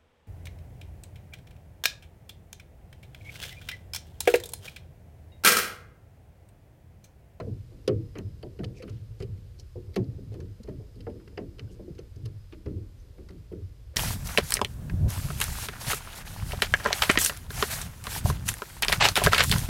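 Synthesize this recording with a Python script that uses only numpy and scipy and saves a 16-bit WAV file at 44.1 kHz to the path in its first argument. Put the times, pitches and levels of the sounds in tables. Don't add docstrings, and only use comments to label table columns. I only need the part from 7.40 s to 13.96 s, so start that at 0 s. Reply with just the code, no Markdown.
import sys
import numpy as np
from scipy import signal
from scipy.fft import rfft, irfft, next_fast_len
from scipy.io import wavfile
from scipy.ndimage import uniform_filter1d, map_coordinates

SR = 44100
rng = np.random.default_rng(int(sys.argv[2]) if len(sys.argv) > 2 else 0)


def elevation(decibels):
    levels = np.asarray(decibels, float)
    return 10 ** (levels / 20)


def to_wav(sig):
    pcm = np.clip(np.atleast_2d(sig), -1, 1) * 32767
    pcm = np.round(pcm).astype(np.int16)
    wavfile.write(sys.argv[1], SR, pcm.T)


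N = 289296

# t/s, peak level/dB, f/Hz, rebound re push/dB
PUSHES = [(0.057, -25, 100.5, -33), (0.116, -29.5, 91, -24), (0.382, -47, 112, -39),
          (0.486, -25, 110.5, -33), (0.566, -21.5, 100, -29), (0.798, -28.5, 112, -29),
          (0.854, -28, 93.5, -21), (1.221, -24.5, 116.2, -5.5), (1.513, -24.5, 102.8, -12),
          (1.811, -20.5, 100.6, -4), (1.965, -40, 106, -18), (2.118, -40.5, 91, -2),
          (2.367, -30.5, 100, -2), (2.594, -23, 117.4, -16), (2.879, -30.5, 106, -5),
          (3.002, -29, 104.5, -5), (3.3, -27.5, 112.7, -0.5), (3.555, -39.5, 118, -1),
          (3.678, -30, 88, -33), (3.979, -34, 91.4, 2.5), (4.213, -29.5, 107.8, -7), (4.496, -40, 124.3, 2),
          (4.77, -30.5, 103, -20), (4.829, -28, 104.5, -4), (5.264, -23.5, 92, 1), (5.489, -43, 91.7, -10),
          (5.801, -44.5, 102.6, 0), (5.967, -38.5, 119.6, -23), (6.134, -29.5, 92, 0),
          (2.756, -27, 104, -25)]


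def unit(x):
    return x / np.sqrt(np.mean(x ** 2) + 1e-20)


def peak_one(x):
    return x / np.sqrt(uniform_filter1d(x ** 2, size=400).max() + 1e-20)


def wobble(rate):
    knots = rng.standard_normal(int(N * rate / SR) + 4)
    return map_coordinates(knots, [np.arange(N) * rate / SR])


def filtered(x, response):
    m = next_fast_len(len(x) + 4096)
    return irfft(rfft(x, m) * response(np.fft.rfftfreq(m, 1 / SR)), m)[:len(x)]


def resonance(f, hz, width_hz):
    return 1j * f * width_hz / (hz * hz - f * f + 1j * f * width_hz + 1e-9)


def noise(spectrum):
    hz, db = np.transpose(spectrum)
    colour = lambda f: elevation(np.interp(np.log(f + 1), np.log(hz + 1), db))
    return unit(filtered(rng.standard_normal(N), colour))


def add(track, s, sound):
    part = track[max(round(s * SR), 0):][:len(sound)]
    part += sound[:len(part)]


def bird():
    # t/s, length/s, first f/Hz, last f/Hz, level/dB
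    calls = [
        (1.5, .3, 1300, 1280, -73),
        (2.8, .23, 1310, 1380, -77),
        (3.08, .19, 1350, 1490, -76),
    ]
    rise_s, fall_s, edge_db = 0.04, 0.07, -15
    out = np.zeros(N)
    t = np.arange(N) / SR
    for s, length, first_hz, last_hz, level_db in calls:
        end = s + length
        hz = np.interp(t, [s, end], [first_hz, last_hz])
        edge = np.interp(t, [s, s + rise_s, end - fall_s, end], [1, 0, 0, 1])
        rasp = elevation(3 * wobble(120))
        waver = 1 + 0.045 * wobble(120)
        tone = np.sin(2 * np.pi * np.cumsum(hz * waver) / SR)
        out += elevation(level_db + edge_db * edge - 9) * rasp * tone * (edge < 1)
    return out


def pond():
    # f/Hz, level/dB per Hz
    rumble_colour = [(8.8, -48), (15, -1.5), (49, 11.5), (91, 9), (123, 1), (170, -17), (220, -59),
                     (370, -120)]
    # f/Hz, level/dB per Hz
    hiss_colour = [(350, -32), (600, -2), (717, -11), (1010, -9.5), (3680, -13), (4710, -12.5), (4980, -21),
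                   (5480, -16), (6830, -18), (11800, -21), (13400, -20), (15100, -22.5), (16000, -49)]
    insects = unit(filtered(rng.standard_normal(N), lambda f: resonance(f, 5040, 150)))
    chorus = elevation(1.5 * wobble(3)) * insects
    whine = np.sin(2 * np.pi * 13668 * np.arange(N) / SR)
    out = elevation(-47.5) * noise(rumble_colour) + elevation(-68.5) * noise(hiss_colour)
    return out + elevation(-79.5) * chorus + elevation(-94) * whine


def brushes():
    # t/s, length/s, level/dB, centre f/Hz, width/Hz
    strokes = [(1.338, 0.033, -69, 2490, 500), (1.345, 0.076, -64, 4870, 3980),
               (1.387, 0.035, -61, 2120, 700), (1.469, 0.025, -63, 2200, 1500),
               (1.49, 0.13, -70, 2960, 4000), (1.786, 0.056, -61.5, 4440, 5000),
               (2.176, 0.047, -63, 5060, 3000), (2.532, 0.025, -59.5, 4450, 2000),
               (2.636, .015, -65, 4460, 3000), (2.91, 0.058, -66, 2980, 5000), (4.272, .02, -68, 1520, 150),
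               (4.285, .04, -69.5, 3000, 600), (4.299, 0.061, -65.5, 5600, 6000),
               (5.582, 0.036, -70, 6100, 1200), (2.557, .014, -56, 12800, 3500),
               (2.558, 0.0073, -51.5, 10300, 1500), (2.58, .01, -67, 12000, 5000),
               (2.535, 0.021, -60, 2000, 1500), (2.533, .016, -70, 12000, 5000),
               (2.577, .03, -70, 4500, 4000), (1.799, 0.024, -55, 2210, 2000), (1.8, .009, -68, 6240, 1200),
               (1.829, 0.0073, -66, 4500, 3000), (1.233, 0.008, -54, 2000, 1500),
               (1.242, .011, -46.5, 3480, 2500), (1.25, .006, -64, 4000, 2000),
               (1.202, .014, -60, 1500, 1000), (1.364, 0.029, -59, 2480, 500), (1.37, .02, -72, 5500, 3500),
               (1.422, 0.023, -60, 4180, 800), (1.492, 0.013, -57.5, 5000, 5000),
               (5.118, 0.028, -59, 3000, 2470), (5.124, 0.0093, -59.5, 1200, 596),
               (5.255, 0.014, -62.5, 5030, 1500), (5.255, 0.021, -64, 2330, 1800),
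               (4.579, 0.013, -58, 2000, 2500), (4.848, 0.017, -59, 3500, 5000),
               (3.972, 0.025, -54, 1800, 1200), (3.98, .03, -65, 1400, 1200), (5.14, .015, -67, 2200, 1500)]
    out = np.zeros(N)
    fibres = rng.standard_normal(N) * elevation(2.0 * wobble(300))
    for s, length, db, hz, width_hz in strokes:
        stroke = fibres[round(s * SR):][:round(length * SR)]
        stroke = unit(filtered(stroke, lambda f: resonance(f, hz, 1.18 * width_hz) ** 3))
        add(out, s, elevation(db) * stroke * np.hanning(len(stroke)) ** 0.57)
    return out


def murmur():
    # t/s, murmur level/dB
    load = [(0.0, -34.5), (0.2, -57.5), (0.4, -54.5), (1.04, -55.5), (1.38, -48), (1.62, -57),
            (2.01, -55.5), (2.35, -65), (2.56, -49), (3.07, -56.5), (4.29, -52.5), (4.44, -55),
            (5.17, -62.5), (5.33, -55), (5.52, -60.5), (5.88, -52), (6.05, -60.5), (6.56, -60.5)]
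    # f/Hz, level/dB per Hz
    panel_colour = [(88, -23.5), (150, -5.5), (225, -13.5), (483, -11.5), (672, -26.5), (900, -32),
                    (1170, -49), (1980, -120)]
    slosh_db, slosh_rise_s, slosh_t60_s = -12, 0.017, 0.67
    load_s, load_db = np.transpose(load)
    panels_db = np.interp(np.arange(N) / SR, load_s, load_db)
    lumps = elevation(1.2 * wobble(25))
    panels = elevation(panels_db - 5.5) * unit(noise(panel_colour) * lumps)
    bottom = unit(filtered(rng.standard_normal(N), lambda f: resonance(f, 102.7, 40.2) ** 2))
    swing = np.zeros(N)
    t = np.arange(SR) / SR
    slosh = elevation(slosh_db - 60 * t / slosh_t60_s) * (1 - np.exp(-t / slosh_rise_s))
    for s, db, *_ in PUSHES:
        add(swing, s, elevation(db) * slosh)
    return panels + (swing + elevation(-61.5)) * bottom


def burst(t60, colour):
    t = np.arange(SR // 8) / SR
    decay = elevation(-60 * t / t60) + 0.041 * elevation(-60 * t / (2.7 * t60))
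    shape = (1 - np.exp(-(t / 0.0018) ** 2)) * decay
    grains = np.repeat(rng.standard_normal(len(t) // 40 + 1), 40)[:len(t)]
    rattle = rng.standard_normal(len(t)) * elevation(3.5 * grains) * shape
    strike = 4.1 * (np.arange(len(t)) == round(0.00126 * SR))
    return peak_one(filtered(rattle + strike, colour))


def snaps():
    # t/s, peak level/dB, centre f/Hz, width/Hz, t60/s
    snap_rows = [(0, -55.5, 2460, 500, 0.033), (0, -55, 1530, 400, 0.059), (0.4767, -42, 3500, 600, 0.022),
                 (0.4783, -36, 4960, 1100, 0.022), (0.7835, -52.5, 6100, 1200, 0.027),
                 (.7855, -62, 15000, 1200, .025), (1.028, -54, 3000, 350, 0.025),
                 (1.03, -54.5, 4550, 408, 0.027), (1.2425, -51.5, 4600, 910, 0.034),
                 (1.241, -53, 2920, 1200, 0.03), (2.5615, -38.5, 2000, 1200, 0.047),
                 (2.562, -49, 3660, 900, 0.04), (3.002, -62, 5460, 4000, .015),
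                 (3.974, -46, 1970, 600, 0.062), (3.975, -51, 4800, 920, 0.03),
                 (0.4772, -39, 2800, 700, 0.044), (1.19, -62, 1600, 1500, .07),
                 (1.4219, -52, 2170, 1500, .05), (1.483, -60.5, 1340, 300, 0.049),
                 (2.188, -60, 4500, 810, 0.023), (2.197, -52, 5500, 1360, 0.013),
                 (2.94, -65, 2200, 700, 0.035), (3.003, -61, 1750, 400, 0.025),
                 (3.2345, -60, 4300, 600, 0.025), (3.276, -70, 4250, 400, 0.022),
                 (3.289, -77, 4340, 500, .025), (3.605, -64, 2800, 900, 0.028),
                 (3.606, -61, 4630, 890, .04), (3.667, -54.5, 1390, 870, 0.074), (0, -55, 4220, 500, 0.034),
                 (0, -63, 6800, 2500, .015), (1.8243, -50.5, 5070, 900, 0.018),
                 (1.822, -56, 2850, 600, 0.02), (1.8245, -65, 7200, 2000, .02),
                 (3.877, -55.5, 1660, 1000, 0.018), (3.974, -49, 2800, 500, 0.046),
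                 (5.124, -53.5, 2530, 1200, 0.048), (5.89, -60, 2010, 400, 0.027),
                 (3.235, -61, 6740, 1200, 0.022)]
    out = np.zeros(N)
    for s, db, hz, width_hz, t60 in snap_rows:
        add(out, s - 0.001, elevation(db) * burst(t60, lambda f: resonance(f, hz, width_hz) ** 2))
    return out


def ticks():
    # f/Hz, width/Hz, level/dB
    rim_modes = [(1295, 450, 13.5), (1900, 540, 9.5), (2530, 390, 2), (2600, 600, 4), (3000, 110, 10.5),
                 (4220, 670, 6.5), (4950, 90, -1), (4800, 140, -11), (6100, 180, 2)]
    # t/s, peak level/dB, body level/dB, top level/dB, t60/s
    dull_raps = [(0.001, -47, 6, -19, 0.029), (0.7536, -45, 1, -28, 0.042), (0.7865, -39, -8, -12.5, 0.018),
                 (1.0281, -46.5, -4, -14, 0.017), (1.19, -47, -9, -25, 0.031),
                 (1.2348, -48, 5.5, -12, 0.018), (1.2422, -37, -35, -20, 0.026),
                 (1.477, -52, 0.5, -13, 0.086), (1.4955, -53.5, -20, -14, 0.051),
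                 (1.8245, -44, -25, -14, 0.048), (1.9774, -61, -18, -18, 0.031),
                 (3.274, -56, 1, -15.5, 0.057), (3.606, -50, -44, -15, 0.027), (3.665, -69, 21, -11, 0.023),
                 (3.699, -58.5, -7, -10, .035), (3.798, -69, 11.5, -10, 0.026),
                 (3.975, -50.5, 9, -39, 0.034), (4.1943, -35, -15, -28, 0.022),
                 (5.1217, -53, -3, -30, 0.035), (5.259, -56.5, 7, -12, 0.03), (5.782, -61.5, 0, -12, 0.025),
                 (5.907, -52.5, -11, -16, 0.017), (6.1124, -72, -13, -11, .035),
                 (6.1217, -57, 1, -9, 0.031)]
    # t/s, peak level/dB, centre f/Hz, body level/dB, top level/dB
    tackle = [(0.477, -27.5, 3900, -8.5, -12.5), (1.424, -45.5, 3900, -4.5, -12),
              (1.8032, -47, 4220, -2.5, -17), (2.198, -44.5, 5740, -25, -27),
              (2.5586, -39.5, 3860, -8, -15), (2.5614, -33.5, 4800, -4, -24), (2.94, -53, 4950, -4.5, -10),
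              (3.003, -51, 4280, -5, -15), (3.232, -53.5, 4800, -10, -10), (3.2888, -56, 4330, -8, -11),
              (3.557, -61, 4260, -20, -9), (3.8768, -57, 4320, -6, -28), (4.184, -49, 4140, -6, -23),
              (4.5504, -57, 4180, -15, -16), (4.589, -47, 3980, -9, -19), (4.76, -56.5, 5250, -20, -11),
              (4.8571, -44, 4300, -11, -10.5), (5.8876, -50, 4530, -2.5, -15),
              (6.543, -67.5, 4570, 11, -15)]
    # f/Hz, width/Hz, depth/0-1
    case_dips = [(3400, 590, 0.6), (7200, 1000, 0.5)]
    tackle_t60_s = 0.034
    contacts = [(*row, tackle_t60_s) for row in tackle]
    for s, db, body_db, top_db, t60 in dull_raps:
        hz = 2800 - 12 * min(body_db, 0)
        contacts.append((s, db, hz, body_db, top_db, t60))

    out = np.zeros(N)
    for s, db, hz, body_db, top_db, t60 in contacts:
        mix_db = 2.5 * rng.standard_normal(len(rim_modes))

        def rim(f):
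            modes = zip(rim_modes, mix_db)
            return 0.054 + sum(elevation(g + m) * resonance(f, c, w) for (c, w, g), m in modes)

        body = burst(3.2 * t60, lambda f: rim(f) * resonance(f, 1380, 2100) ** 3)
        tick = burst(t60, lambda f: rim(f) * resonance(f, hz, 1.38 * hz) ** 3)
        edge = burst(0.73 * t60, lambda f: resonance(f, 10150, 5000) ** 3)
        contact = tick + elevation(body_db) * body + elevation(top_db + 1.5) * edge
        add(out, s - 0.001, elevation(db - 6.5) * contact)
    for hz, width_hz, depth in case_dips:
        out = filtered(out, lambda f: 1 - depth * resonance(f, hz, width_hz))
    return out


def flexes():
    # t/s, peak level/dB, f/Hz, swell/s
    panel_swings = [(.003, -41, 105, 0.023), (.07, -40.5, 497, 0.0043), (.081, -35, 215, 0.0064),
                    (.478, -21.5, 438, 0.0035), (.492, -27.5, 363, 0.0095), (.482, -45, 1115, 0.0043),
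                    (.505, -30, 114.6, 0.015), (.585, -39.5, 327, 0.011), (1.032, -43, 437, 0.0032),
                    (1.202, -32, 341, 0.0032), (2.564, -24, 427, 0.0049), (2.576, -26.5, 368.6, 0.0099),
                    (2.563, -31, 192.6, 0.021), (2.566, -49, 1080, 0.0072), (2.595, -26, 118.5, .012),
                    (2.685, -27, 112, 0.0081), (3.986, -40, 390, 0.0039), (4.48, -36, 355, 0.0038),
                    (4.59, -34, 417, 0.0033), (4.855, -49, 417, 0.0065), (4.832, -35, 113.5, .011),
                    (5.266, -39, 415, 0.0068), (5.28, -37, 179.7, 0.0098), (5.262, -32, 89, 0.0047),
                    (5.352, -37, 104, 0.024), (5.371, -51.5, 349, 0.011), (6.115, -47, 199, 0.012),
                    (6.125, -41, 359, 0.0096), (6.185, -55, 417, 0.01), (0, -42.5, 1025, 0.0033),
                    (0, -38, 644, 0.0022), (.025, -47.5, 481, 0.011), (.49, -42, 612, 0.0082),
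                    (1.07, -39, 118, 0.0093), (2.562, -37.5, 707, 0.004), (3.678, -39.5, 361, 0.0062),
                    (3.6, -51.5, 480, 0.0062), (4.88, -43, 102.3, 0.017), (4.94, -36, 101, 0.017),
                    (5.126, -46, 345, 0.0044), (5.165, -52.5, 294, 0.0078), (5.31, -46, 94.4, 0.0065),
                    (6.471, -47.5, 72, 0.028), (1.195, -37.5, 212, 0.015), (1.215, -36.5, 179, 0.0078),
                    (1.196, -51, 643, 0.01), (1.897, -30, 103.8, 0.016), (1.815, -37, 390.5, 0.0089),
                    (2.18, -60, 377, 0.017), (4.503, -40.5, 153, 0.0059),
                    (0.00803, -43, 470, 0.0072),
        (1.4, -43.5, 510, 0.0072),
        (1.3, -51, 470, 0.0062),
        (1.7, -38.5, 108, 0.018),
        (3.282, -40.5, 440, .006),
        (3.2, -43.5, 219, .006),
        (3.2, -50.5, 483, 0.0042),
        (4.394, -47.5, 590, 0.0057),
        (2.6, -49, 470, .008),
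    ]
    out = np.zeros(N)
    t = np.arange(SR // 4) / SR
    for s, db, hz, swell_s in panel_swings:
        u = t / swell_s
        add(out, s, elevation(db + 3) * u * np.exp(1 - u) * np.sin(2 * np.pi * hz * t))
    return out


def ring(modes, damping, rise_cycles, spread, seconds):
    t = np.arange(SR // 2)[:int(seconds * SR)] / SR
    hz, db, t60 = np.repeat(modes, 2, axis=0).T[..., None]
    detune, strength, phase = rng.standard_normal((3, len(hz), 1))
    quick = np.float32
    swell = (1 - np.exp(quick(-hz / rise_cycles) * quick(t))) ** 2
    decay = quick(elevation(db + 2.3 * strength)) * np.exp(quick(-np.log(1000) * damping / t60) * quick(t))
    swings = np.sin(quick(2 * np.pi * (hz * (1 + spread * detune) * t + phase)))
    sound = (swell * decay * swings).sum(0)
    return peak_one(sound * np.cos(np.pi / 2 * (t / seconds) ** 2))


def booms():
    t60_s, rebound_s, rebound_sag = 0.27, 0.092, 0.93
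    swings = []
    for s, db, hz, back_db in PUSHES:
        swings.append((s, db, hz))
        swings.append((s + rebound_s, db + back_db, hz * rebound_sag))
    out = np.zeros(N)
    for s, db, hz in swings:
        group = [(hz, 0, t60_s), (1.22 * hz, -5, t60_s), (0.807 * hz, -7, t60_s)]
        boom = ring(group, damping=0.78, rise_cycles=0.18, spread=0.053, seconds=0.38)
        add(out, s - 0.008, elevation(db - 8.5) * boom)
    return out


def knocks():
    # f/Hz, level/dB, t60/s
    low_panels = [(174.4, 0.5, 0.26), (189.6, -1.5, 0.35), (216.7, -1, 0.29), (257.4, -3.5, 0.32),
                  (280.3, -4.5, 0.41), (316.5, -4, 0.44)]
    mid_panels = [(341, -1, 0.24), (370.1, -1.5, 0.35), (415, 0.5, 0.23), (440.1, -2, 0.22),
                  (475, -8, 0.43), (515.7, 0.5, 0.18)]
    high_panels = [(582.4, 1, 0.24), (624, -4, 0.24), (708, 1, 0.11), (868, -6, 0.12), (953, -13, 0.14),
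                   (1067, -12.5, 0.13), (1200, -43, 0.085)]
    # t/s, peak level/dB, struck panel f/Hz, low panels level/dB, high panels level/dB
    rod_taps = [(0.002, -39.5, 403, -0.5, -8.5), (0.319, -54.5, 346, 5, -12.5), (0.757, -40.5, 444, 5, -12),
                (1.032, -39, 375, -1.5, -10), (1.192, -36.5, 408, 2, -13.5), (1.238, -40, 340, -9, -15),
                (2.192, -60, 380, 1, -9), (2.57, -30.5, 410, 3, -11.5), (2.941, -42, 340, -1, -19),
                (3.246, -49, 434, -3, -17), (3.283, -36.5, 381, 1, -12), (3.67, -33.5, 465, -2.5, -12.5),
                (3.877, -51.5, 391, 1, -22), (3.978, -32.5, 415, -0.5, -10.5), (4.214, -57, 474, 9.5, -16),
                (5.126, -45, 329, -1.5, -16.5), (5.552, -75, 358, 14, -18), (5.783, -46, 382, -2, -17.5),
                (5.902, -47.5, 382, 4, -16), (6.538, -54.5, 537, -13, -15)]
    # t/s, peak level/dB, struck panel f/Hz, low panels level/dB
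    shoe_thuds = [(0.073, -38, 444, -1), (0.481, -22, 426, -4), (0.788, -37, 379, -4.5),
                  (1.428, -39, 475, 1.5), (1.485, -44.5, 403, -7), (1.802, -38, 415, -3.5),
                  (1.826, -42.5, 396, -12), (2.153, -61, 363, -4), (2.357, -38, 392, -6.5),
                  (2.492, -52.5, 398, -15), (2.784, -44, 390, 1.5), (2.921, -44, 390, -13),
                  (2.992, -43.5, 386, 1.5), (3.401, -45, 404, -4), (3.563, -52.5, 403, 10),
                  (3.752, -47, 336, 5), (4.191, -45.5, 437, 2.5), (4.297, -49.5, 378, 1.5),
                  (4.396, -41.5, 357, 0.5), (4.43, -54, 417, -19), (4.483, -43.5, 396, 0),
                  (4.591, -40.5, 436, -6.5), (4.765, -52.5, 374, 4), (4.791, -57, 328, 8.5),
                  (4.858, -46.5, 415, -14), (5.261, -36.5, 406, 4), (5.373, -51, 362, 1),
                  (6.115, -38.5, 449, 1.5)]
    tap_damping, thud_damping, thud_high_db = 0.99, 0.87, -19.5
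    blows = [(*row, tap_damping) for row in rod_taps]
    blows += [(*row, thud_high_db, thud_damping) for row in shoe_thuds]
    out = np.zeros(N)
    for s, db, struck_hz, low_db, high_db, damping in blows:
        damping = max(damping - 0.03 * low_db, 0.4)
        near = [(hz, level - 22 * abs(np.log2(hz / struck_hz)), t60) for hz, level, t60 in mid_panels]
        near.append((struck_hz, 2, 0.12))
        mid = ring(near, damping, rise_cycles=0.44, spread=0.01755, seconds=0.31)
        low = ring(low_panels, damping, rise_cycles=2.17, spread=0.03025, seconds=0.36)
        high = ring(high_panels, damping, rise_cycles=1.0, spread=0.0482, seconds=0.16)
        add(out, s - 0.002, elevation(db - 1.5) * mid)
        add(out, s - 0.002, elevation(db - 4.0 + low_db) * low)
        add(out, s - 0.002, elevation(db + 2.0 + high_db) * high)
    return out


def scene():
    background = pond() + bird() + brushes() + murmur()
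    hull = snaps() + ticks() + flexes() + booms() + knocks()
    return (background + hull)[None]


def low_pass(x):
    return signal.sosfilt(signal.butter(12, 16440, fs=SR, output="sos"), x)


def record(dry):
    dull = filtered(dry[0], lambda f: 1 / (1 + (f / 15900) ** 40))
    return low_pass(dull[None])


dry = scene()
out = record(dry)
to_wav(out)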